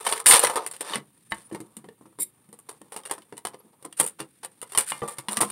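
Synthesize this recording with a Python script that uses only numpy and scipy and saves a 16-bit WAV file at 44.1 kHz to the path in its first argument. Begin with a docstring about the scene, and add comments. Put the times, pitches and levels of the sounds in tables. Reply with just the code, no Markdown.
"""Hard plastic parts are pried from a thin blister tray on a wooden desk, close up in a small quiet room.
First second: the film buckles and scrapes, parts snap and ring, tray and desk knock.
Sparser knocks and faint edge squeaks follow; at 2.2 s scissor blades slide open, steel on steel.
The prying goes on, with loud snaps at 4.0 and 4.8 s; from 4.8 s the scissors are laid down and rock.
Room tone and hiss run throughout; the microphone port rings near 9 kHz."""
import sys
import numpy as np
from scipy import signal
from scipy.fft import rfft, irfft, next_fast_len
from scipy.io import wavfile

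SR = 44100
rng = np.random.default_rng(int(sys.argv[2]) if len(sys.argv) > 2 else 0)


def to_wav(sig):
    """Store sig (one row per channel, or 1-D mono) as 16-bit WAV at the path in sys.argv[1].

    Samples outside -1..1 are clipped; the rate is SR.
    """
    pcm = np.clip(np.atleast_2d(sig), -1, 1) * 32767
    pcm = np.round(pcm).astype(np.int16)
    wavfile.write(sys.argv[1], SR, pcm.T)  # frames by channels


N = 242991

# film handling curve: (time [s], crackle [dB], tray rattle [dB])
HANDLING = [(0.0, -42, -44.5), (0.12, -34, -46), (0.29, -56, -46.5), (0.46, -34.5, -59), (0.61, -58, -44.5),
            (0.81, -54, -66), (0.98, -76, -78.5), (1.29, -63.5, -77.5), (1.52, -68, -66), (2.3, -74.5, -76),
            (3.19, -65, -68.5), (3.79, -76, -72), (4.07, -67.5, -85), (4.22, -69, -88), (4.56, -67, -73),
            (4.88, -47.5, -61), (5.29, -63.5, -59.5), (5.51, -49.5, -68)]
# contacts: (time [s], snap [dB], part [dB], tray [dB], part spot [Hz], pocket [Hz], chatter t60 [s])
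CONTACTS = [(0.0503, -23.5, -35.5, -30, 1920, 947, 0.06), (0.0661, -14, -20, -21.5, 2950, 1280, 0.077),
            (0.1146, -15, -36, -24.5, 1840, 751, 0.067), (0.1246, -10.5, -19.5, -20, 3500, 735, 0.06),
            (0.1776, -20.5, -32, -39, 1750, 1020, 0.05), (0.2009, -16.5, -35, -35, 1780, 751, 0.032),
            (0.2597, -3, -15, -50, 2030, 931, 0.049), (0.2654, 0, -10.5, -26, 3900, 735, 0.054),
            (0.2864, -6.5, -24, -51, 3070, 450, 0.06), (0.2944, -4.5, -33, -23, 3770, 1050, 0.076),
            (0.2998, -2, -22, -19, 3350, 764, 0.092), (0.3104, 0, -6.5, -21, 2040, 1300, 0.096),
            (0.393, -3.5, -21.5, -22.5, 4170, 710, 0.06), (0.4372, -5.5, -22.5, -8.5, 2070, 910, 0.036),
            (0.4467, -8, -17, -29, 2150, 1010, 0.06), (0.4694, -11, -20, -22.5, 1730, 950, 0.04),
            (0.4983, -18.5, -25, -21, 1860, 880, 0.047), (0.5575, -14, -25, -18.5, 1860, 790, 0.075),
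            (0.6636, -13.5, -29.5, -37, 1740, 729, 0.075), (0.7123, -22.5, -40.5, -44, 3600, 1050, 0.083),
            (0.764, -26, -44, -51, 3620, 436, 0.044), (0.8081, -16, -30, -29.5, 2790, 479, 0.066),
            (0.9348, -28.5, -18, -28, 2990, 1130, 0.043), (0.9562, -16, -19.5, -30, 1913, 498, 0.022),
            (1.32, -27, -15, -22.5, 1800, 945, 0.048), (1.513, -50, -45, -38.5, 1850, 380, 0.057),
            (1.5281, -40, -49, -40.5, 1890, 383, 0.042), (1.5473, -29, -36.5, -28, 1640, 418, 0.073),
            (1.6031, -28, -43, -37.5, 1640, 423, 0.052), (1.7675, -23, -44, -46, 3780, 419, 0.06),
            (1.8433, -51, -49.5, -43, 1736, 422, 0.06), (1.8872, -46, -43.5, -42, 1755, 382, 0.063),
            (2.0108, -53.5, -68, -50.5, 1788, 428, 0.0615), (2.0562, -53.5, -61, -47, 1637, 423, 0.096),
            (2.1875, -33.5, -45, -35, 1810, 423, 0.06), (2.4892, -46, -61, -60, 1973, 425, 0.059),
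            (2.528, -32, -50.5, -44.5, 1730, 474, 0.08), (2.589, -34, -58, -49.5, 2200, 1130, 0.091),
            (2.6887, -29, -42.5, -37, 1960, 937, 0.17), (2.8155, -34.5, -48, -43, 1800, 484, 0.025),
            (2.9205, -29.5, -42.5, -37.5, 1960, 1070, 0.18), (2.963, -22.5, -36.5, -33, 2870, 724, 0.11),
            (3.035, -40, -47, -39.5, 3120, 1090, 0.042), (3.053, -25.5, -39.5, -39, 2870, 1100, 0.16),
            (3.0964, -34, -36, -34.5, 1590, 1140, 0.14), (3.1111, -14, -28.5, -21.5, 1730, 1036, 0.074),
            (3.1803, -35.5, -46, -39.5, 1740, 587, 0.042), (3.22, -40, -48, -67, 2840, 474, 0.023),
            (3.3244, -41, -40, -33, 1800, 408, 0.046), (3.3687, -31.5, -48, -51.5, 2890, 654, 0.038),
            (3.3779, -25, -40.5, -39, 1920, 937, 0.065), (3.451, -17.5, -28.5, -25, 2865, 990, 0.055),
            (3.4696, -21, -35, -34, 1590, 840, 0.076), (3.5431, -40, -43, -36, 1920, 483, 0.054),
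            (3.8254, -36, -53, -47.5, 2750, 466, 0.071), (3.8502, -23.5, -48, -36, 2130, 401, 0.029),
            (3.926, -28.5, -41, -49, 2910, 1140, 0.031), (3.9989, 0, -19.5, -19.5, 3000, 1080, 0.076),
            (4.0113, -11, -29.5, -25, 2405, 1050, 0.06), (4.0284, -16.5, -36, -32, 1960, 441, 0.16),
            (4.0627, -17.5, -42, -55, 2910, 463, 0.06), (4.0738, -19.5, -42, -56, 3150, 1000, 0.07),
            (4.2018, -23.5, -31.5, -30.5, 2880, 465, 0.088), (4.4477, -17.5, -35, -34, 1956, 600, 0.052),
            (4.6157, -21.5, -40.5, -44, 2830, 1130, 0.06), (4.6275, -23.5, -39.5, -30.5, 2090, 1020, 0.055),
            (4.7202, -24.5, -41, -41, 3540, 463, 0.055), (4.7329, -29, -43.5, -41.5, 1700, 460, 0.066),
            (4.7495, -20, -30, -27, 2750, 1020, 0.096), (4.775, -2.5, -18.5, -24, 3120, 527, 0.13),
            (4.785, -15, -36, -28, 1820, 460, 0.035), (4.8991, -24, -36.5, -65, 4070, 1230, 0.043),
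            (4.9194, -23, -19.5, -19, 2500, 1060, 0.02), (5.0186, -43, -35, -24.5, 1850, 524, 0.065),
            (5.0774, -23.5, -38, -41, 1790, 1190, 0.066), (5.184, -18, -32.5, -31.5, 2050, 1140, 0.092),
            (5.2844, -19.5, -23, -30, 3430, 815, 0.06), (5.3206, -15.5, -46, -32, 3530, 470, 0.056),
            (5.3264, -25, -58, -48, 1930, 474, 0.06), (5.3701, -9, -19.5, -29, 1970, 1190, 0.055),
            (5.4055, -13.5, -36, -19.5, 1890, 1230, 0.066), (5.4136, -11.5, -26.5, -28, 1600, 570, 0.15),
            (5.4235, -20, -44, -21, 1940, 991, 0.032), (5.4307, -21, -31, -15, 1960, 466, 0.025),
            (5.5004, -20, -36, -39, 3790, 1070, 0.06)]
# glancing fingers and parts: (time [s], bright [dB], tray [dB])
GLANCES = [(0.0601, -12.5, -16), (0.0867, -15.5, -19), (.1605, -23.5, -23.5), (0.1919, -26, -26),
           (.6374, -36, -32.5), (.7324, -24.5, -32), (1.3048, -33, -41), (3.293, -52.5, -64.5),
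           (3.5315, -46, -35.5), (3.5976, -55.5, -44), (3.7257, -66.5, -44), (3.8447, -39.5, -28.5),
           (3.9673, -22.5, -40), (3.9858, -18.5, -32), (4.1859, -33.5, -33), (4.4287, -27.5, -30),
           (4.6909, -34, -46.5), (5.3562, -27, -31), (5.406, -2.5, -18.5)]
# hand or tray on the desk: (time [s], level [dB], struck spot [Hz])
LANDINGS = [(0.066, -40, 226), (0.112, -53, 350), (0.251, -53, 135), (0.305, -47, 345), (0.438, -30, 350),
            (0.571, -62, 342), (0.804, -43.5, 293), (0.903, -38.5, 312), (0.956, -25, 223),
            (1.319, -35.5, 194), (1.522, -23, 294), (1.602, -30.5, 298), (1.769, -39.5, 200),
            (1.84, -40, 328), (1.88, -41.5, 226), (2.01, -39.5, 310), (2.056, -40.5, 304),
            (2.187, -31.5, 315), (2.488, -46, 199), (2.533, -50.5, 207), (2.69, -53.5, 304),
            (2.812, -41, 304), (2.963, -39, 331), (3.104, -45, 350), (3.179, -45.5, 324),
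            (3.324, -36.5, 342), (3.452, -34.5, 312), (3.543, -49.5, 335), (3.647, -42.5, 231.3),
            (3.852, -36.5, 339), (3.998, -23, 328), (4.199, -30.5, 342), (4.427, -56.5, 250),
            (4.775, -35, 205), (4.915, -38, 190), (5.021, -25.5, 178), (5.183, -38.5, 139),
            (5.283, -31.5, 204), (5.374, -29, 190), (5.415, -23, 347)]
# parts dragged on film: (time [s], length [s], bright [dB], body [dB], tray [dB], swell [dB])
DRAGS = [(.26, .05, -11.5, -27, -31, -4), (.322, .035, -11.5, -17, -18.5, -6),
         (.41, .025, -32.5, -37, -34.5, 14), (.45, .08, -40, -48, -33.5, 1.5),
         (.57, .06, -48.5, -47.5, -33.5, -15.5), (.815, .14, -44.5, -45, -42.5, 14),
         (1.34, .13, -55, -63, -65, -13.5), (4.86, .045, -36, -47.5, -86, 10.5),
         (4.95, .05, -61, -63, -57, -0.5), (5.03, .03, -53, -56.5, -36.5, -6),
         (5.078, .04, -40.5, -53.5, -47.5, 0), (3.11, 0.0365, -46.5, -56, -48, -8.5),
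         (5.3, .03, -37.5, -46.5, -42, 8.5)]
# heavier moves on the desk: (time [s], level [dB])
PUSHES = [(0.261, -42), (0.314, -38), (1.317, -21), (1.528, -34), (2.185, -45.5), (3.998, -40.5),
          (4.773, -23.5), (5.018, -20.5)]
# sliding edge: (time [s], length [s], start [Hz], end [Hz], level [dB])
EDGE_GLIDES = [(2.216, .021, 17000, 8200, -41), (3.588, .02, 10300, 11700, -62),
               (1.443, .035, 9700, 9400, -70), (1.298, .014, 8700, 9300, -64)]
# blade slide curve: (time [s], level [dB])
BLADE_SLIDE = [(2.192, -46.5), (2.204, -25.5), (2.23, -25), (2.248, -45), (2.31, -68)]
# scissors on the desk: (time [s], level [dB], struck spot [Hz])
SCISSOR_TOUCHES = [(4.777, -44, 1950), (4.917, -40, 2450), (5.021, -37, 1220), (5.079, -37, 1430),
                   (5.369, -36.5, 1195)]

# spectra: (frequency [Hz], relative density [dB])
SNAP_SPECTRUM = [(200, -74.5), (3000, -34), (5500, -25), (7000, 8.5), (12000, 7.5), (16000, 0.5)]  # film snap
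BODY_SPECTRUM = [(100, -56.5), (700, -25), (1300, 1.5), (1800, 3.5), (2500, 1), (4500, -2), (6000, -7.5),
                 (9000, -58.5)]  # film body
TRAY_SPECTRUM = [(40, -70), (100, -39.5), (250, -16.5), (450, 11), (650, 2), (900, 9), (1250, 3.5),
                 (1600, -20.5), (3000, -49)]  # hollow tray
DULL_SPECTRUM = [(100, -59), (700, -28.5), (1500, -3), (2200, -2), (3200, -6.5), (4500, -17.5), (7000, -40)]  # soft contact
AIR_SPECTRUM = [(18, -55.5), (30, -31), (123, 10), (300, 5.5), (711, -16), (2430, -12.5), (3330, -15.5),
                (3900, -16.5), (5480, -24.5), (7900, -18), (9000, -1.5), (10500, -11.5), (15600, -16)]  # room tone and microphone hiss

# modes: (frequency [Hz], relative level [dB], t60 before added damping [s])
PART_MODES = [(1760, 1, .06), (2022, 2.5, 0.05), (2315, -14, .05), (2935, 2, 0.079), (3570, 1.5, .04),
              (4540, -3, 0.09)]  # hollow parts
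TRAY_MODES = [(415, -1.5, .12), (474, -3.5, 0.25), (510, -3, 0.3), (717.4, 4, 0.051), (845, -8, 0.043),
              (950, 11.5, 0.09), (1057, 15.5, 0.068), (1190, 2.5, .14), (1300, -5, 0.32)]  # tray pockets
DESK_MODES = [(140.4, -1.5, 0.33), (216, 2.5, 0.15), (250, 0.5, 0.038), (307, 3.5, 0.058)]  # desk top
SCISSOR_MODES = [(1080, -8.5, 0.1), (1183, 3.5, 0.21), (1664, -19.5, 0.094), (1820, -11.5, 0.33),
                 (2116, -10.5, 0.38), (2401, -9, 0.15), (2920, -20.5, 0.34)]  # loose scissors

# resonances: (frequency [Hz], width [Hz], gain [dB])
BLADE_PEAKS = [(2164, 140, -6.5), (3740, 77, -1.5), (4740, 240, -12.5), (5444, 170, -13), (7540, 180, -4.5),
               (8800, 310, -10), (10620, 350, -2), (12000, 350, -2.5), (13000, 500, -4.5),
               (15000, 1200, -13)]  # sliding blades
PORT_PEAK = (9146, 703, 23.4)  # microphone port
# room decay: (frequency [Hz], t60 [s])
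ROOM_DECAY = [(200, 0.23), (2000, 0.14), (10000, 0.037)]


def amp(db):
    """Decibels to gain."""
    return 10 ** (np.asarray(db) / 20)


def rise(t, tau_s):
    """Exponential attack."""
    return 1 - np.exp(-t / tau_s)


def decay(t, t60_s):
    """Falls 60 dB per t60_s."""
    return amp(-60 * t / t60_s)


def span(start_s, count):
    """Slice of count samples from start_s."""
    return slice(round(start_s * SR), round(start_s * SR) + count)


def unit(x):
    """Scaled to rms 1."""
    return x / np.sqrt(np.mean(x ** 2) + 1e-20)


def along(points, hz):
    """(frequency [Hz], value) points read on a log axis."""
    f, v = np.transpose(points)
    return np.interp(np.log(hz + 1), np.log(f + 1), v)


def gains(rows):
    """Gain per sample for each dB column; silent outside the curve."""
    times_s, *columns_db = np.transpose(rows)
    return amp([np.interp(np.arange(N) / SR, times_s, db, -120, -120) for db in columns_db])


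def filtered(x, response):
    """x through a complex frequency response."""
    size = next_fast_len(len(x) + 8192)
    return irfft(rfft(x, size) * response(np.fft.rfftfreq(size, 1 / SR)), size)[:len(x)]


def coloured(x, spectrum):
    """x shaped by a spectrum, rms 1."""
    return unit(filtered(x, lambda hz: amp(along(spectrum, hz))))


def peak(f, hz, width_hz):
    """One causal resonance."""
    return 1j * f * width_hz / (hz * hz - f * f + 1j * f * width_hz)


def resonated(x, peaks):
    """x through parallel resonances of alternating sign."""
    return filtered(x, lambda f: sum((-1) ** k * amp(db) * peak(f, hz, width_hz)
                                     for k, (hz, width_hz, db) in enumerate(peaks)))


def port(f, low_cut_hz=80):
    """The microphone cuts deep bass; the air in its port lifts one band."""
    hz, width_hz, db = PORT_PEAK
    return (1 + amp(db) * peak(f, hz, width_hz)) * (1j * f / (low_cut_hz + 1j * f)) ** 2


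def unit_at_mic(x):
    """Scaled to reach rms 1 behind the port."""
    return x / np.std(filtered(x, port))


def grit(rate_hz, spread_db, life_s, count=N):
    """Slips and buckles: tiny noise bursts of unequal size."""
    onsets = rng.random(count) < rate_hz / SR
    sizes = amp(spread_db * np.minimum(rng.exponential(size=count), 2.2))
    bursts = signal.lfilter([1], [1, -np.exp(-1 / (life_s * SR))], onsets * sizes)
    return bursts * rng.standard_normal(count)


def rubbed(x, modes, widen=1):
    """Modes driven by x, rms 1; touch can widen them."""
    peaks = [(hz, widen * np.log(1000) / (np.pi * t60_s), db) for hz, db, t60_s in modes]
    return unit(resonated(x, peaks))


def struck(modes, t, spot_hz, damping_t60_s, focus_db_oct, scatter_db, detune, attack_s):
    """Damped modes, weaker away from spot_hz; strength and pitch vary per blow."""
    hz, db, t60_s = np.transpose(modes)[..., None]
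    db = db - focus_db_oct * np.abs(np.log2(hz / spot_hz))
    level_draw, pitch_draw = rng.standard_normal((2, len(modes), 1))
    tones = np.sin(2 * np.pi * hz * (1 + detune * pitch_draw) * t)
    ring = np.sum(amp(db + scatter_db * level_draw) * decay(t, t60_s) * tones, axis=0)
    nominal_rms = np.sqrt(np.sum(amp(db) ** 2) / 2)
    return rise(t, attack_s) * decay(t, damping_t60_s) * ring / nominal_rms


def film(bright_gain, body_gain, tray_gain, buckles, part_gain):
    """One stream of buckles excites film skin, film body, parts and tray."""
    skin = unit_at_mic(coloured(buckles, SNAP_SPECTRUM))
    body = unit(coloured(buckles, BODY_SPECTRUM) + part_gain * rubbed(buckles, PART_MODES))
    return bright_gain * skin + body_gain * body + tray_gain * coloured(buckles, TRAY_SPECTRUM)


def rustle(body_db=-7.5):
    """Handled film crackles in coarse bursts."""
    bright, tray = gains(HANDLING)
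    buckles = grit(rate_hz=280, spread_db=3, life_s=0.0058)
    return film(bright, amp(body_db) * bright, tray, buckles, part_gain=0.4)


def clicks(chatter_gain=0.22, settle_db=-19, settle_t60_s=0.067):
    """Each contact cracks, chatters on, rings the part and knocks the tray."""
    t, out = np.arange(SR // 4) / SR, np.zeros(N + SR)
    spectra = (SNAP_SPECTRUM, BODY_SPECTRUM, DULL_SPECTRUM, TRAY_SPECTRUM)
    cracks = np.array([unit_at_mic(coloured(rng.standard_normal(N + SR), s)) for s in spectra])
    touches = grit(rate_hz=1100, spread_db=4.5, life_s=0.0014, count=N + SR)
    chatter = np.array([unit_at_mic(coloured(touches, s)) for s in spectra])
    crack_shape = 0.92 * rise(t, 0.00075) * decay(t, 0.011)
    for start_s, snap_db, part_db, tray_db, part_hz, pocket_hz, t60_s in CONTACTS:
        at = span(start_s, len(t))
        onset_rms = cracks[:, at][:, :SR // 250].std(axis=1, keepdims=True)
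        crack = cracks[:, at] * cracks.std(axis=1, keepdims=True) / onset_rms  # full-strength onset
        settling = amp(settle_db) * decay(t, settle_t60_s)
        chatter_shape = chatter_gain * rise(t, 0.0022) * (decay(t, t60_s) + settling)
        snap, body, dull, hollow = crack_shape * crack + chatter_shape * chatter[:, at]
        part = struck(PART_MODES, t, part_hz, damping_t60_s=2.2 * t60_s,
                      focus_db_oct=12, scatter_db=1.5, detune=0.038, attack_s=0.0005)
        tray = struck(TRAY_MODES, t, pocket_hz, damping_t60_s=3.5 * t60_s,
                      focus_db_oct=19, scatter_db=4.5, detune=0.037, attack_s=0.00068)
        # hard edge: bright snap; soft contact: dull, more ring
        hardness = np.clip((snap_db - part_db + 7.5) / 18, 0, 1)
        contact = hardness * body + 0.31 * (1 - hardness) * dull
        out[at] += amp(snap_db) * snap
        out[at] += amp(part_db) * ((0.65 - 0.11 * hardness) * part + 1.78 * contact)
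        out[at] += amp(tray_db) * ((0.65 - 0.23 * hardness) * tray + (1.1 + 0.67 * hardness) * hollow)
    return out[:N]


def brushes(body_offset_db=-2):
    """A glancing touch swells and fades as fine grit, without a crack."""
    t, out = np.arange(SR // 4) / SR, np.zeros(N + SR)
    touches = grit(rate_hz=2400, spread_db=2, life_s=0.0015, count=N + SR)
    spectra = (SNAP_SPECTRUM, BODY_SPECTRUM, TRAY_SPECTRUM)
    layers = np.array([unit_at_mic(coloured(touches, s)) for s in spectra])
    shape = rise(t, 0.0064) ** 2 * decay(t, 0.052)
    for start_s, bright_db, tray_db in GLANCES:
        at = span(start_s, len(t))
        body_db = (bright_db + tray_db) / 2 + body_offset_db
        out[at] += shape * (amp([bright_db, body_db, tray_db]) @ layers[:, at])
    return out[:N]


def thuds():
    """Each landing strikes the desk's modes and briefly rubs them."""
    t, out = np.arange(SR // 4) / SR, np.zeros(N + SR)
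    rub = rubbed(rng.standard_normal(N + SR), DESK_MODES, widen=3)
    rub_shape = 0.4 * rise(t, 0.0035) * decay(t, 0.16)
    for start_s, db, spot_hz in LANDINGS:
        at = span(start_s, len(t))
        boom = struck(DESK_MODES, t, spot_hz, damping_t60_s=0.39,
                      focus_db_oct=31.5, scatter_db=2.5, detune=0.02, attack_s=0.0034)
        out[at] += amp(db) * (rub_shape * rub[at] + boom)
    return out[:N]


def scrapes(grab_s=0.0021, release_t60_s=0.12):
    """Parts dragged on the film hiss and sing: grab, swell or fade, release."""
    t, levels = np.arange(N) / SR, np.zeros((3, N))
    for start_s, length_s, *layers_db, swell_db in DRAGS:
        age_s = t - start_s
        stroke_db = swell_db * (np.clip(age_s / length_s, 0, 1) - 0.5)
        release = decay(np.maximum(age_s - length_s, 0), release_t60_s)
        levels += np.outer(amp(layers_db), np.clip(age_s / grab_s, 0, 1) * amp(stroke_db) * release)
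    return film(*levels, grit(rate_hz=1500, spread_db=1.5, life_s=0.00077), part_gain=0.36)


def jolts(push_s=0.0035):
    """The desk jolts: one low push and its rebound."""
    u, out = np.arange(SR // 10) / SR / push_s, np.zeros(N + SR)
    for start_s, db in PUSHES:
        out[span(start_s, len(u))] += amp(db) * u * (1 - u / 2) * np.exp(-u)
    return out[:N]


def squeaks():
    """A sliding edge whistles; each glide is fastest at its start."""
    out = np.zeros(N)
    for start_s, length_s, from_hz, to_hz, db in EDGE_GLIDES:
        progress = np.linspace(0, 1, round(length_s * SR))
        hz = to_hz + (from_hz - to_hz) * (1 - progress) ** 1.8
        shape = np.sin(np.pi * progress) ** 0.49
        out[span(start_s, len(hz))] += amp(db) * shape * np.sin(2 * np.pi * np.cumsum(hz) / SR)
    return out


def scissors_open():
    """Steel slides on steel: fine grit through the blade resonances."""
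    friction = grit(rate_hz=6000, spread_db=2, life_s=0.001)
    return gains(BLADE_SLIDE)[0] * unit_at_mic(resonated(friction, BLADE_PEAKS))


def scissors_laid_down():
    """The scissors rock on the desk; each touch rings the steel."""
    t, out = np.arange(SR // 3) / SR, np.zeros(N + SR)
    for start_s, db, spot_hz in SCISSOR_TOUCHES:
        ring = struck(SCISSOR_MODES, t, spot_hz, damping_t60_s=1.23,
                      focus_db_oct=9.5, scatter_db=2, detune=0.00255, attack_s=0.00075)
        out[span(start_s, len(t))] += amp(db) * ring
    return out[:N]


def room(x, delay_samples=130):
    """Reverberation, treble dying first; a new noise tail every quarter second."""
    out, step = np.zeros(N + 2 * SR), SR // 4
    for at in range(0, N, step):
        hz, t, noise = signal.stft(rng.standard_normal(SR // 2), SR, nperseg=256)
        tail = signal.istft(noise * decay(t, along(ROOM_DECAY, hz)[:, None]), SR, nperseg=256)[1]
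        wet = signal.fftconvolve(x[at:at + step], tail / np.linalg.norm(tail))
        out[at + delay_samples:][:len(wet)] += wet
    return out[:N]


def scene():
    """Hands, tray and scissors in the room."""
    room_db = -12.5
    near = clicks() + thuds() + brushes() + jolts() + rustle() + scrapes()
    near += scissors_open() + scissors_laid_down() + squeaks()
    return (near + amp(room_db) * room(near))[None]


def record(dry):
    """Port colour, room tone and hiss, fast limiter on the loudest snaps, band limit."""
    air_db, ceiling, top_hz = -64.5, 0.78, 15750
    x = filtered(dry[0], port) + amp(air_db) * coloured(rng.standard_normal(N), AIR_SPECTRUM)
    envelope = np.abs(signal.hilbert(x, next_fast_len(N)))[:N]
    limited = x / (1 + (envelope / ceiling) ** 6) ** (1 / 6)
    return filtered(limited, lambda f: f < top_hz)[None]


dry = scene()
out = record(dry)
to_wav(out)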